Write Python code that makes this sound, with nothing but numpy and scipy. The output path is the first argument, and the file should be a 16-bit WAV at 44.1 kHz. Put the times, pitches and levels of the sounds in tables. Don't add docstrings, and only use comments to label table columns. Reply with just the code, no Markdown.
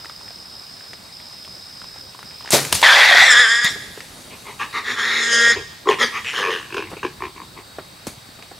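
import sys
import numpy as np
from scipy import signal
from scipy.fft import rfft, irfft, next_fast_len
from scipy.io import wavfile
from scipy.ndimage import uniform_filter1d, minimum_filter1d

SR = 44100
rng = np.random.default_rng(int(sys.argv[2]) if len(sys.argv) > 2 else 0)


def dump(signal):
    limited = np.clip(np.atleast_2d(signal).T, -1, 1)
    pcm = np.round(limited * 32767).astype(np.int16)
    wavfile.write(sys.argv[1], SR, pcm)


def to_linear_factor(level_db):
    exponent = np.asarray(level_db, float) / 20
    return 10 ** exponent


N = 378819


def hog():
    gate, effort_db, rate, rough, gape, mouth_hz, flare_db = calls()
    rough = np.clip(rough, 0, 1)
    tear = gape * rough ** 2
    later = since(4.0) > 0
    chest, belly_db, throat, mouth, snout, shrill_db, reach = airway_tuning(
        effort_db, rate, rough, gape, tear, mouth_hz, flare_db, later)
    (chest_hz, chest_db), (throat_hz, throat_db) = chest, throat
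    (mouth_hz, mouth_db), (snout_hz, snout_db) = mouth, snout

    beats, phase = pulses(rate * np.exp(.08 * rough ** 2 * wander(size=200)), gate)
    beats *= to_linear_factor(0.83 * rough * wander(size=100) + 1.0 * (rate < 100) * wander(size=300))
    puffs = evened((.5 + np.exp(-phase / .35)) * rng.standard_normal(N))
    total = np.sqrt(sum(to_linear_factor(db) ** 2 for db in (mouth_db, chest_db, throat_db, snout_db)))
    breath = gate * to_linear_factor(effort_db - 3.5) / total
    clear = breath * np.sqrt(1 - rough) * beats
    torn = breath * np.sqrt(rough) * puffs
    torn = torn * to_linear_factor(3.5 * (tear ** 2 * wander(size=70) - tear ** 4 / 2))
    early_leak, late_leak = (signal.sosfilt(signal.butter(4, hz, "high", fs=SR, output="sos"), torn)
                             for hz in (560, 800))
    thin = np.where(later, late_leak, early_leak)
    airy = breath * (np.sqrt(.6 - .6 * rough) * beats + np.sqrt(.4 + .6 * rough) * puffs)

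    lock = np.clip((.3 - rough) / .15, 0, 1) * np.clip((gape - .7) / .1, 0, 1)
    hush_db = -6 * lock
    hum_db = chest_db - 4.5 - np.maximum(chest_hz - 470, 0) / 4 - np.maximum(200 - rate, 0) / 5
    grunt_db = chest_db - 5 - np.maximum(effort_db + 34.5, 0) - 40 * (rate > 100)
    bright_db = snout_db + shrill_db
    seventh_hz = np.where(later, 6800, 7200) * reach
    # drive, ring [Hz], width [Hz], level [dB]
    airway = [(breath * beats, rate, 70, hum_db),
              (clear, chest_hz, 70, chest_db),
              (clear, chest_hz, 36, belly_db),
              (-clear, throat_hz, 220, throat_db),
              (clear, mouth_hz, 330, mouth_db - 2 * lock),
              (-clear, snout_hz, 330, snout_db - 10.0),
              (torn, chest_hz * 1.037, 180, chest_db + 8.5),
              (thin, throat_hz, 420, throat_db),
              (thin, mouth_hz, 650, mouth_db + hush_db),
              (thin, snout_hz, 750, snout_db - 0.5 + hush_db / 2),
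              (airy, 5130 * reach, 460, bright_db + 3.8),
              (airy, 5300 * reach, 1600, bright_db - 19 - 6 * later),
              (clear, 270, 140, grunt_db),
              (-airy, seventh_hz, 900, bright_db + 3.0 * later),
              (airy, 9000, 2500, bright_db - 9)]
    shake = 1 + .02 * rough * wander(size=400)
    voice = 0
    for drive, hz, width, db in airway:
        level = to_linear_factor(db + (.8 + 1.6 * rough) * wander(size=900))
        voice = voice + level * resonate(drive, hz * shake, width, count=2)
    voice += rasp(thin, rough, tear, hush_db, mouth_hz)
    voice += breath * whistle(phase, rough, gape, later)
    return signal.sosfilt(signal.butter(3, [165, 13500], "band", fs=SR, output="sos"), voice)


# (time [s], stretch [ratio], level [dB])
SHRILL = [(2.8, 1.03, -6), (3.2, 1.1, 0), (3.31, 1.04, -1.5), (3.36, .98, -2), (3.43, 0.99, 0),
          (3.48, 0.99, -0.5), (3.58, .99, -1), (3.66, 0.95, 1.5), (3.72, 1.1, 6), (4.9, 1.06, -1.5),
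          (5.1, 0.996, -1), (5.22, 1.01, 4.5), (5.35, 0.98, 2), (5.52, 1.01, -4.5), (5.98, 1.04, 11),
          (6.1, 0.84, 6), (6.25, 1.18, 7.5), (6.45, 1.0, 4.5), (8.59, 1.1, -8)]


def airway_tuning(effort_db, rate, rough, gape, tear, mouth_hz, flare_db, later):
    def jaw(shut, wide, opening):
        return shut + (wide - shut) * opening

    chest_lift_db, throat_push_db, mouth_stretch, snout_stretch = posture()
    chest_db = jaw(0.5, -29.5, abs(gape) ** 0.63) + chest_lift_db
    throat_db = jaw(-1, -51, abs(gape) ** 1.78) + throat_push_db + 14.5 * tear
    throat_hz = jaw(1025, 1500, gape) - 330 * tear
    mouth_db = -6 * np.clip(1 - gape, 0, 1) ** 2
    snout_db = jaw(-1.5, -3, gape) + flare_db

    cleared = np.clip(np.maximum((gape - 0.435) / 0.044, (effort_db + 17) / 5), 0, 1)
    snout_hz = jaw(2383, 3302 + mouth_hz - 1750, cleared)
    snout_hz = snout_hz * (1 + 0.039 * tear * wander(size=1200))
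    stretch, ring_db = curves([SHRILL])[1:]
    reach = (snout_hz / 3400) ** 0.15 * stretch
    shrill_db = jaw(-31, -9.5, gape) - 16 * tear ** 2 + ring_db
    shrill_db = shrill_db + np.where(later, -3, -4) + 3 * wander(size=1300) * gape

    chest_hz = 400 + 20.5 * np.clip(effort_db + 19, 0, 10) * gape * (0.34 + 1.15 * rough)
    chest_hz += 40 * np.clip((rate - 80) / 10, 0, 1) * np.clip((160 - rate) / 50, 0, 1)
    chest_hz -= 5.5 * np.clip(-18 - effort_db, 0, 14) * np.clip((130 - rate) / 30, 0, 1)
    belly_db = chest_db - 7 + 1.3 * np.maximum(effort_db + 26, -20) - np.maximum(rate - 106, 0) / 2
    return ((chest_hz, chest_db), belly_db, (throat_hz, throat_db), (mouth_hz * mouth_stretch, mouth_db),
            (snout_hz * snout_stretch, snout_db), shrill_db, reach)


def rasp(thin, rough, tear, hush_db, mouth_hz):
    tearing = to_linear_factor(3.0) * resonate(thin * rough ** 1.01 * to_linear_factor(hush_db), 2060, 2710, count=2)
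    tearing += to_linear_factor(-11.5 + 5.8 * wander(size=500)) * resonate(thin * tear, 4080, 1600, count=2)
    reed_hz = mouth_hz * (1 + .025 * wander(size=700))
    for k, db in enumerate((3.5, -14, -23), 1):
        overtone_hz = k * reed_hz * (1 - (k > 1) / 20)
        tearing += to_linear_factor(db - 2.5) * resonate(thin * tear, overtone_hz, k * 99, count=2)
    return tearing


def whistle(phase, rough, gape, later):
    waver = (.25 + 2.5 * rough) * wander(size=120)
    fold = 2 * np.pi * phase
    turn = fold * np.where(later, 8, 7) + waver
    upper = fold * np.where(later, 15, 14) + waver
    locked = np.clip((.45 - rough) / .2, 0, 1) * np.clip(rough / .17, .3, 1)
    locked = locked * np.clip((gape - .7) / .2, 0, 1) * to_linear_factor(np.where(later, -7, -6) + 2 * wander(size=500))
    upper_level = to_linear_factor(np.where(later, -4, -5) + 3 * wander(size=400))
    lower_level = to_linear_factor(np.where(later, -7, -5))
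    below = np.sin(turn - fold) - .6 * np.cos(turn - 2 * fold)
    return locked * (np.cos(turn) + upper_level * np.sin(upper + waver) + lower_level * below)


# (time [s], effort [dB])
SCREAM_BREATH = [(2.827, -10.5), (3.15, -13.5), (3.24, -7.5), (3.42, -3.5), (3.486, -12), (3.518, -6),
                 (3.6, -14), (3.632, -11.5), (3.645, -8.5), (3.68, -14), (3.705, -24), (3.745, -54)]
SQUEAL_BREATH = [(4.96, -28), (4.99, -17.5), (5.196, -18), (5.29, -14), (5.345, -8), (5.452, -5),
                 (5.515, -6), (5.528, -20), (5.556, -27)]
BARK_BREATH = [(5.985, -29), (6.0, -17.5), (6.015, -12.5), (6.035, -10.5), (6.05, -18), (6.085, -30),
               (6.118, -42)]
HUFF_BREATH = [(6.244, -27), (6.255, -26), (6.29, -21), (6.329, -26)]
GROAN_BREATH = [(6.33, -27), (6.39, -19.5), (6.434, -20), (6.474, -19), (6.534, -20), (6.6, -30),
                (6.678, -45)]
# (time [s], fold rate [pulses/s], roughness [0-1], gape [0-1], mouth [Hz])
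SCREAM = [(2.829, 290, 1.21, 0.5, 1772), (3.198, 258, 0.9, 0.84, 1877), (3.27, 266, .3, 1.0, 1880),
          (3.354, 233, .17, 1.1, 1680), (3.406, 250, .17, .95, 1750), (3.462, 220, .1, 1.0, 1600),
          (3.52, 232, .05, .95, 1760), (3.64, 242, .08, 1.0, 1800), (3.669, 231, 0.37, 0.97, 1970)]
SQUEAL = [(4.96, 232, .42, .6, 1770), (5.08, 232, .42, .8, 1910), (5.2, 233, .4, .8, 2000),
          (5.25, 232, .15, .8, 1750), (5.38, 233, .09, .85, 1760), (5.515, 234, .07, .95, 1786),
          (5.535, 230, .7, .8, 1900)]
BARK = [(5.987, 230, .55, 0.51, 1940), (6.032, 245, 0.46, 0.66, 1770), (6.118, 210, 0.56, 1, 1880)]
HUFF = [(6.244, 120, 0.43, 0.15, 1900), (6.329, 150, .55, 0.33, 1890)]
GROAN = [(6.33, 140, .75, .4, 1800), (6.421, 93, .45, .32, 1850), (6.49, 90, .35, .19, 1850),
         (6.56, 88, .45, .3, 1650), (6.63, 60, .2, .2, 1700)]
# (start [s], swell [s], effort [dB], gape [0-1], nostril flare [dB])
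PANTS = [(4.292, 0.037, -39, 0.06, 6), (4.449, 0.04, -31, 0.13, -40), (4.591, 0.027, -20, 0.38, 0.5),
         (4.727, 0.047, -20.5, 0.48, -2.5), (4.84, 0.079, -19, 0.64, 0.5), (6.121, 0.05, -22, 0.4, 7)]
# (start [s], swell [s], effort [dB], fold rate [pulses/s], nostril flare [dB])
GRUNTS = [(5.558, 0.003, -29.5, 101, -15), (5.855, 0.032, -10, 61.7, -2), (5.8985, 0.00198, -13, 88, -2.5),
          (6.704, 0.055, -22, 50.7, 3), (6.766, 0.0021, -17, 72.5, 2.5), (6.807, 0.0023, -23, 62, 4),
          (6.856, 0.0042, -33.5, 66, -20), (6.967, 0.0023, -30.5, 38, 18), (7.029, 0.0035, -16, 49, -1.5),
          (7.204, 0.027, -20.5, 61, 4.5), (7.36, 0.0028, -32.5, 55, 11), (7.4, 0.0011, -32.5, 59, 6.5),
          (7.562, 0.0083, -32, 80, -10)]


def calls():
    cries = []
    for breath, folds, flare_db in ((SCREAM_BREATH, SCREAM, 6.5),
                                    (SQUEAL_BREATH, SQUEAL, 0), (GROAN_BREATH, GROAN, 0),
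                                    (BARK_BREATH, BARK, 0), (HUFF_BREATH, HUFF, 8)):
        flare = flare_db * np.minimum(since(folds[-2][0]) / 0.043, 1)
        cries.append((breath[0][0], [*curves([breath]), *curves([folds])[1:], flare]))
    for start, swell, db, gape, flare in PANTS:
        cries.append(short_call(start, swell, db, 200 + 70 * gape, .48, gape, flare))
    for start, swell, db, rate, flare in GRUNTS:
        rough = .1 + .018 * max(rate - 66, 0)
        cries.append(short_call(start, swell, db, rate, rough, .05, flare))
    out = np.zeros((7, N)) + [[0], [-99], [250], [.5], [.5], [1900], [0]]
    for s, controls in sorted(cries, key=lambda c: c[0]):
        at = round(s * SR)
        for k, c in enumerate(controls):
            out[k, at:] = (c * np.ones(N))[at:]
        out[0, at - 60:at] = 0
    out[0] = uniform_filter1d(out[0], size=130)
    return out


def short_call(start, swell, effort_db, rate, rough, gape, flare_db):
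    t = since(start)
    dying = np.maximum(t - swell, 0) / 0.06
    swell_db = max(effort_db + 34, 14)
    level_db = effort_db - swell_db * np.maximum(1 - t / swell, 0) ** 2.3 - 23 * dying ** 1.46
    mouth_hz = 1800 + 60 * max(-20 - effort_db, 0)
    slip = np.minimum(dying, 1) * np.clip((effort_db + 25) / 12, .3, 1) * (1 - gape)
    rough = rough + .6 * np.minimum(dying, 1) * (1 - gape)
    return start, [level_db > -75, level_db, rate * (1 + 1.1 * slip), rough, gape, mouth_hz, flare_db]


# (time [s], chest [dB], throat [dB], mouth stretch [ratio], snout stretch [ratio])
POSTURE = [(0, 0, 2, 1.1, 1.04), (2.865, -20, -8, 0.92, 0.94), (2.949, -2, 5, 1.066, 1.004),
           (3.1, -0.5, 3.5, 1, 0.95), (3.2, -1, -11, 1.04, 1.025), (3.34, -2, -3, 1.05, 1.075),
           (3.47, -4.5, 0, 1, 1.04), (4.44, -7, 4, 0.86, .9), (4.58, -3, 11, 0.96, 1.02),
           (4.72, -3, 11, 1.07, 1.1), (4.83, 0, 4, 1.03, 1.03), (4.955, 0.5, 17, 0.96, 0.96),
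           (5.04, 3.5, 15, 0.98, 1.04), (5.14, 4, 13, 1.006, 1.03), (5.27, 3, 0, 0.99, 0.96),
           (5.4, 3.5, 1, 1.004, 1.03), (5.85, 11, 14, 1.1, 0.68), (5.879, -1.5, 3, 1.06, 0.97),
           (5.98, 6.5, 15.5, 1.034, 0.96), (6.11, 0, 15, 0.99, 0.96), (6.24, -16, -37, 1.07, 1.08),
           (6.331, -2.5, -1.5, 0.93, 1.25), (6.43, 2, 4.5, 0.95, 1), (6.5, -2.5, -4, 1.04, 1.18),
           (6.69, -3.5, -2.5, 0.83, 1.06), (6.92, 3, -6, 1.13, 1.05), (7.019, -3.5, -1, 0.92, 0.99),
           (7.2, 0, 7, 0.99, 0.95), (7.35, 3.5, 8.5, 0.71, 0.95), (7.54, -2.5, 4.5, 0.85, 0.64)]


def posture():
    s, *columns = np.transpose(POSTURE)
    row = np.searchsorted(s, np.arange(N) / SR, "right") - 1
    return [uniform_filter1d(c[row], size=600) for c in columns]


# (time [s], peak [dB], ring [Hz])
KNOCKS = [(2.828, -1.5, 930), (2.935, -20, 1080), (2.972, -10, 785), (3.006, -14, 830), (3.056, -16, 837),
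          (3.092, -13, 800), (3.112, -10.5, 704), (3.148, -11, 716), (3.221, -11, 775), (3.238, -19, 820)]


def throat_knocks():
    return clicks([(*row, -20) for row in KNOCKS], 4.5, .005, 2500)


# (start [s], rise [s], hold [s], low body [dB], bright hiss [dB])
BURSTS = [
    (2.507, 0.027, 0.018, -17, -14.5),
    (2.719, 0.00097, 0.00072, -34.5, -37),
    (2.733, 0.011, 0.016, -66, -25),
]
# (frequency [Hz], level [dB per Hz])
BODY = [(35, -63), (60, -30), (125, -40), (216, -26), (486, -23), (776, -27), (2500, -33), (4000, -85)]
# (frequency [Hz], level [dB per Hz])
HISS = [(710, -40), (1200, -16), (2080, -6), (3210, -7.5), (3890, -2), (4380, -2), (10400, -7.5),
        (15800, -18)]


def bow():
    body = hiss = air = 0
    for s, rise, hold, body_db, hiss_db in BURSTS:
        up, after = np.minimum(since(s) / rise, 1), since(s + rise + hold)
        shape = up * (to_linear_factor(-60 * after / 0.19) + to_linear_factor(-11 - 60 * after / 1))
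        body = body + to_linear_factor(body_db) * shape * up ** 2
        hiss = hiss + to_linear_factor(hiss_db) * shape
        air = air + to_linear_factor(hiss_db - 20) * up * to_linear_factor(-60 * after / 0.42)
    near = [(100, 0.85), (4000, 0.93), (10000, .84), (14000, 0.55)]  # (Hz, left-right likeness)
    rattle = body * noise(BODY, near, 1.2) + hiss * to_linear_factor([[1.1], [-.9]]) * noise(HISS, near, 1.0)
    rattle += air * np.array([resonate(v, 12000, 6000) for v in rng.standard_normal((2, N))])
    t = since(2.53)
    handle = to_linear_factor(-14.5 - 60 * t / 0.22) * np.minimum(t / .008, 1)
    rattle += handle * resonate(rng.standard_normal(N), 510, 210)
    limbs = to_linear_factor(-33.0 - 60 * t / 0.79 + 5.3 * wander(size=700)) * np.sin(2 * np.pi * 140 * t)
    return to_linear_factor(1.1 * wander(size=40)) * rattle + limbs


# (time [s], peak [dB], ring [Hz], bright edge [dB])
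TICKS = [(2.5055, -3.5, 7000, -17), (2.5095, 1, 9100, -30), (2.52, -6, 9000, -15), (2.524, -20, 3000, -15),
         (2.5295, -9, 5200, -17), (2.537, -7, 2430, -19), (2.549, -15, 3920, -26), (2.65, -18, 2250, -4.5),
         (2.726, -7.5, 984, 2), (2.752, -0.5, 9650, -17), (2.816, -49.5, 2920, 32.5)]


def bow_ticks():
    return clicks(TICKS, 2.8, 0.0049, 10000)


# (time [s], peak [dB], ring [Hz], bright edge [dB])
THUMPS = [(3.645, -13, 176, -7), (8.069, -11, 453, -18), (8.074, -11.5, 222, -32), (8.175, -28, 119, -35),
          (8.289, -26, 227, -41)]


def camera_thumps():
    return clicks(THUMPS, 0.6, 0.01, 10400)


# (time [s], peak [dB], ring [Hz])
TWIGS = [(0.046, -21.5, 1310), (0.057, -21.5, 1900), (0.097, -20.5, 1270), (0.211, -30, 1120),
         (0.28, -29, 1840), (0.306, -30, 680), (0.808, -28, 1620), (0.933, -20, 1930), (1.201, -30, 2140),
         (1.448, -23.5, 3360), (1.477, -30.5, 1120), (1.817, -23, 1410), (1.842, -26.5, 1076),
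         (1.96, -32.5, 800), (2.148, -24.5, 1020), (2.191, -23, 1140), (2.229, -22.5, 1398),
         (2.309, -28, 2520), (2.408, -24, 1080), (2.424, -27, 2970), (2.448, -26, 940), (2.459, -22, 1700),
         (2.476, -18, 1760), (2.49, -20, 1840), (4.005, -18.5, 1900), (6.389, -11.5, 1180),
         (6.743, -16, 2900), (6.767, -23, 1100), (8.425, -24.5, 2480)]


def twigs():
    return clicks([(*row, -14) for row in TWIGS], 1.7, 0.007, 4700)


# (time [s], peak [dB], ring [Hz], crunch [dB])
STEPS = [(3.757, -28, 413, -5.5), (3.975, -24, 418, -12), (6.915, -33, 310, 3), (6.932, -33, 340, 4.5),
         (6.968, -27, 430, -9), (7.785, -24, 637, -2), (8.388, -40.5, 700, 3), (8.513, -30.5, 660, -5)]


def steps():
    return clicks(STEPS, 2.04, 0.011, 1240)


# (start [s], length [s], peak [dB], fade [dB/s])
LEAVES = [(3.703, 0.051, -28, 509), (3.714, 1, -38.5, 2.5), (5.94, 0.67, -40.5, 6),
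          (6.902, 0.098, -38.5, 263), (8.067, .14, -26, 243)]


def leaves():
    level = 0
    for s, length, db, fade in LEAVES:
        attack = np.minimum(since(s) / 0.00074, 1)
        level = level + attack * to_linear_factor(db - fade * since(s) - 40 * since(s + length))
    crackle = to_linear_factor(1.0 * evened(uniform_filter1d(rng.standard_normal(N), size=40)))
    colour = [(120, -4), (300, -9.0), (1000, -18.0), (2500, -18.5),
              (6000, -17.0), (11000, -18.5), (16000, -35)]
    return level * to_linear_factor(-4) * evened(crackle) * noise(colour, [(1000, 1.0), (15000, 0.8)], 2.5)


# (time [s], rumble [dB])
TRAMPLE = [(2.7, -45), (2.76, -31), (2.9, -72), (5.4, -60), (5.58, -41), (5.7, -63), (6.6, -55),
           (6.93, -46), (7.3, -50), (8.59, -60.5)]


def trample():
    gate, db = curves([TRAMPLE])
    return gate * to_linear_factor(db + 2 * wander(size=900)) * resonate(rng.standard_normal(N), 96, 110, count=2)


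# (start [s], end [s])
KATYDID = [
    (0.0, 0.96),
    (1.125, 2.11),
    (2.25, 2.5),
]


def katydid():
    singing = sum((since(end) == 0) * (np.arange(N) >= start * SR) for start, end in KATYDID)
    gate = 1. * (since(KATYDID[-1][1]) == 0)
    resting = 1 - uniform_filter1d(1. * singing, round(0.024 * SR))
    db = -43 - 6.5 * gate * resting
    rate = 71 * (1 + 0.017 * evened(uniform_filter1d(rng.standard_normal(N), size=9000)))
    strokes = .7 + np.cos(np.pi * np.cumsum(rate) / SR) ** 2
    teeth = pulses(4 * rate, gate)[0] * strokes + 0.83 * strokes * rng.standard_normal(N)
    near = gate * to_linear_factor(db) * evened(resonate(teeth, 5090, 390, count=2))
    return near * to_linear_factor([[-.7], [.7]])


# (frequency [Hz], width [Hz], level [dB])
CHOIR = [(120, 13, -63.5), (3824, 66, -54), (4295, 300, -53.5), (4650, 98, -57), (7760, 980, -59),
         (8280, 190, -63.5), (13700, 60, -86), (15000, 100, -98)]


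def far_choir():
    middle, side = (sum(to_linear_factor(db) * resonate(air, hz, width) for hz, width, db in CHOIR)
                    for air in rng.standard_normal((2, N)))
    return middle + 0.28 * np.outer([1, -1], side)


# (frequency [Hz], level [dB per Hz])
NIGHT = [(20, -0.5), (145, 5), (318, -2.5), (844, -0.5), (3300, -7.5), (5800, -10.5), (9000, -19),
         (15800, -17.5)]
# (frequency [Hz], likeness [0-1])
SAME = [(60, 1), (240, 0.78), (950, 0.039), (3770, 0.48), (15000, 0.59)]


def night_air():
    return to_linear_factor(-44.5) * noise(NIGHT, SAME, 1.8)


# (time [s], level [dB])
ECHO = [(0, -13), (3.6, -11), (3.67, -15.5), (4.4, -20), (5.3, -2), (5.52, -34), (5.56, -13), (8.59, -25)]
# (frequency [Hz], time to fall 60 dB [s])
TREES = [(200, 0.23), (1800, 0.89), (5000, 1), (12000, 0.53)]


def trees(x):
    taps = np.zeros((2, SR))
    at = np.arange(900, SR - 20, 20) + rng.integers(0, 20, (2, (SR - 901) // 20))
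    np.put_along_axis(taps, at, rng.choice([-1., 1.], at.shape), 1)
    hz, t, z = signal.stft(taps, SR, nperseg=256)
    tail = signal.istft(z * to_linear_factor(-60 * t / read(TREES, hz)[:, None]), SR, nperseg=256)[1]
    tail[1] = 0.8 * tail[0] + 0.85 * tail[1]
    sent = to_linear_factor(curves([ECHO])[1]) * x
    return signal.fftconvolve(sent[None], tail / np.linalg.norm(tail[0]), axes=1)[:, :N]


# (frequency [Hz], left minus right [dB])
PORT_DB = [(60, -12), (180, -0.5), (550, 2), (1650, 0.5), (4970, 1), (15000, -1)]


def ports(x):
    size = next_fast_len(N)
    half = to_linear_factor(read(PORT_DB, np.fft.rfftfreq(size, 1 / SR)) / 2)
    return irfft(rfft(x, size) * np.array([half, 1 / half]), size)[:, :N]


def clicks(events, cycles, edge_s, edge_hz):
    out, t = np.zeros(N), np.arange(4000) / SR
    dull = signal.butter(2, [160, min(edge_hz, SR / 2.5)], "band", fs=SR)
    for (s, db, hz, edge_db), grit in zip(events, rng.standard_normal((len(events), len(t)))):
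        ring = np.sin(2 * np.pi * hz * t) * np.exp(-t * hz / cycles) * (1 - np.exp(-t * hz * 3))
        edge = evened(signal.lfilter(*dull, grit)) * np.exp(-t / edge_s)
        add(out, s, to_linear_factor(db) * (1.07 * ring + to_linear_factor(edge_db) * edge))
    return out


def pulses(rate, gate):
    turns = np.cumsum(rate) / SR
    turns -= np.maximum.accumulate(turns * (gate < np.sqrt(.8))) + 1 / SR
    at = np.flatnonzero(np.diff(np.floor(turns)) > 0)
    late = np.clip(turns[at + 1] % 1 * SR / rate[at + 1], 0, 1)
    train = np.zeros(N)
    train[at], train[at + 1] = late, 1 - late
    return train * np.sqrt(SR / rate), turns % 1


def resonate(x, hz, width, count=1):
    turn = np.exp(2j * np.pi * np.cumsum(hz * np.ones(len(x))) / SR)
    r = np.exp(-np.pi * width / SR)
    low = x / turn + 1e-18
    for _ in range(count):
        low = signal.lfilter([1 - r], [1, -r], low)
    return 2 * (turn * low).real * np.sqrt(count * SR / (np.pi * width))


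def noise(spectrum, same, patchy_db):
    frames, hz = N // 128 + 5, np.fft.rfftfreq(512, 1 / SR)
    a, b, c, d, patches = rng.standard_normal((frames, 257, 5)).T
    patches = evened(uniform_filter1d(uniform_filter1d(patches, size=8, axis=0), size=16, axis=1))
    like, left = np.clip(read(same, hz), -1, 1)[:, None], a + 1j * b
    z = np.array([left, like * left + np.sqrt(1 - like ** 2) * (c + 1j * d)])
    z *= to_linear_factor(read(spectrum, hz)[:, None] + patchy_db * patches)
    return evened(signal.istft(z, nperseg=512, noverlap=384)[1][:, :N])


def wander(size):
    return evened(uniform_filter1d(uniform_filter1d(rng.standard_normal(N), size=size), size=size))


def since(s):
    return np.maximum(np.arange(N) / SR - s, 0)


def curves(tables):
    t, gate = np.arange(N) / SR, np.zeros(N)
    for rows in tables:
        gate[round(rows[0][0] * SR):round(rows[-1][0] * SR)] = 1
    s, *columns = np.transpose(np.concatenate(tables))
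    return uniform_filter1d(gate, size=130), *(np.interp(t, s, c) for c in columns)


def evened(x):
    return x / np.sqrt(np.mean(x ** 2) + 1e-20)


def read(points, hz):
    f, value = np.transpose(points)
    return np.interp(np.log(hz + 1), np.log(f + 1), value)


def add(mix, s, sound):
    part = mix[round(s * SR):][:len(sound)]
    part += sound[:len(part)]


def scene():
    cry = hog() + throat_knocks()
    close = bow_ticks() + camera_thumps() + twigs() + steps()
    night = leaves() + trample() + katydid() + far_choir() + night_air()
    return ports(cry) + close + trees(cry + close) + bow() + night


def band_limit(x):
    return signal.sosfilt(signal.butter(12, 15990, fs=SR, output="sos"), x)


def record(dry):
    thin = signal.lfilter(*signal.butter(2, 50, "high", fs=SR), dry)
    room = minimum_filter1d(1.4 / np.maximum(abs(thin).max(0), 1.4), size=90)
    held = thin * uniform_filter1d(room, size=60)
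    clipped = held / (1 + abs(held) ** 12) ** (1 / 12)
    top_cut = signal.firwin(255, 15850, window=("kaiser", 9), fs=SR)
    mix = signal.oaconvolve(clipped, top_cut[None], "same")
    return band_limit(mix)


dry = scene()
out = record(dry)
dump(out)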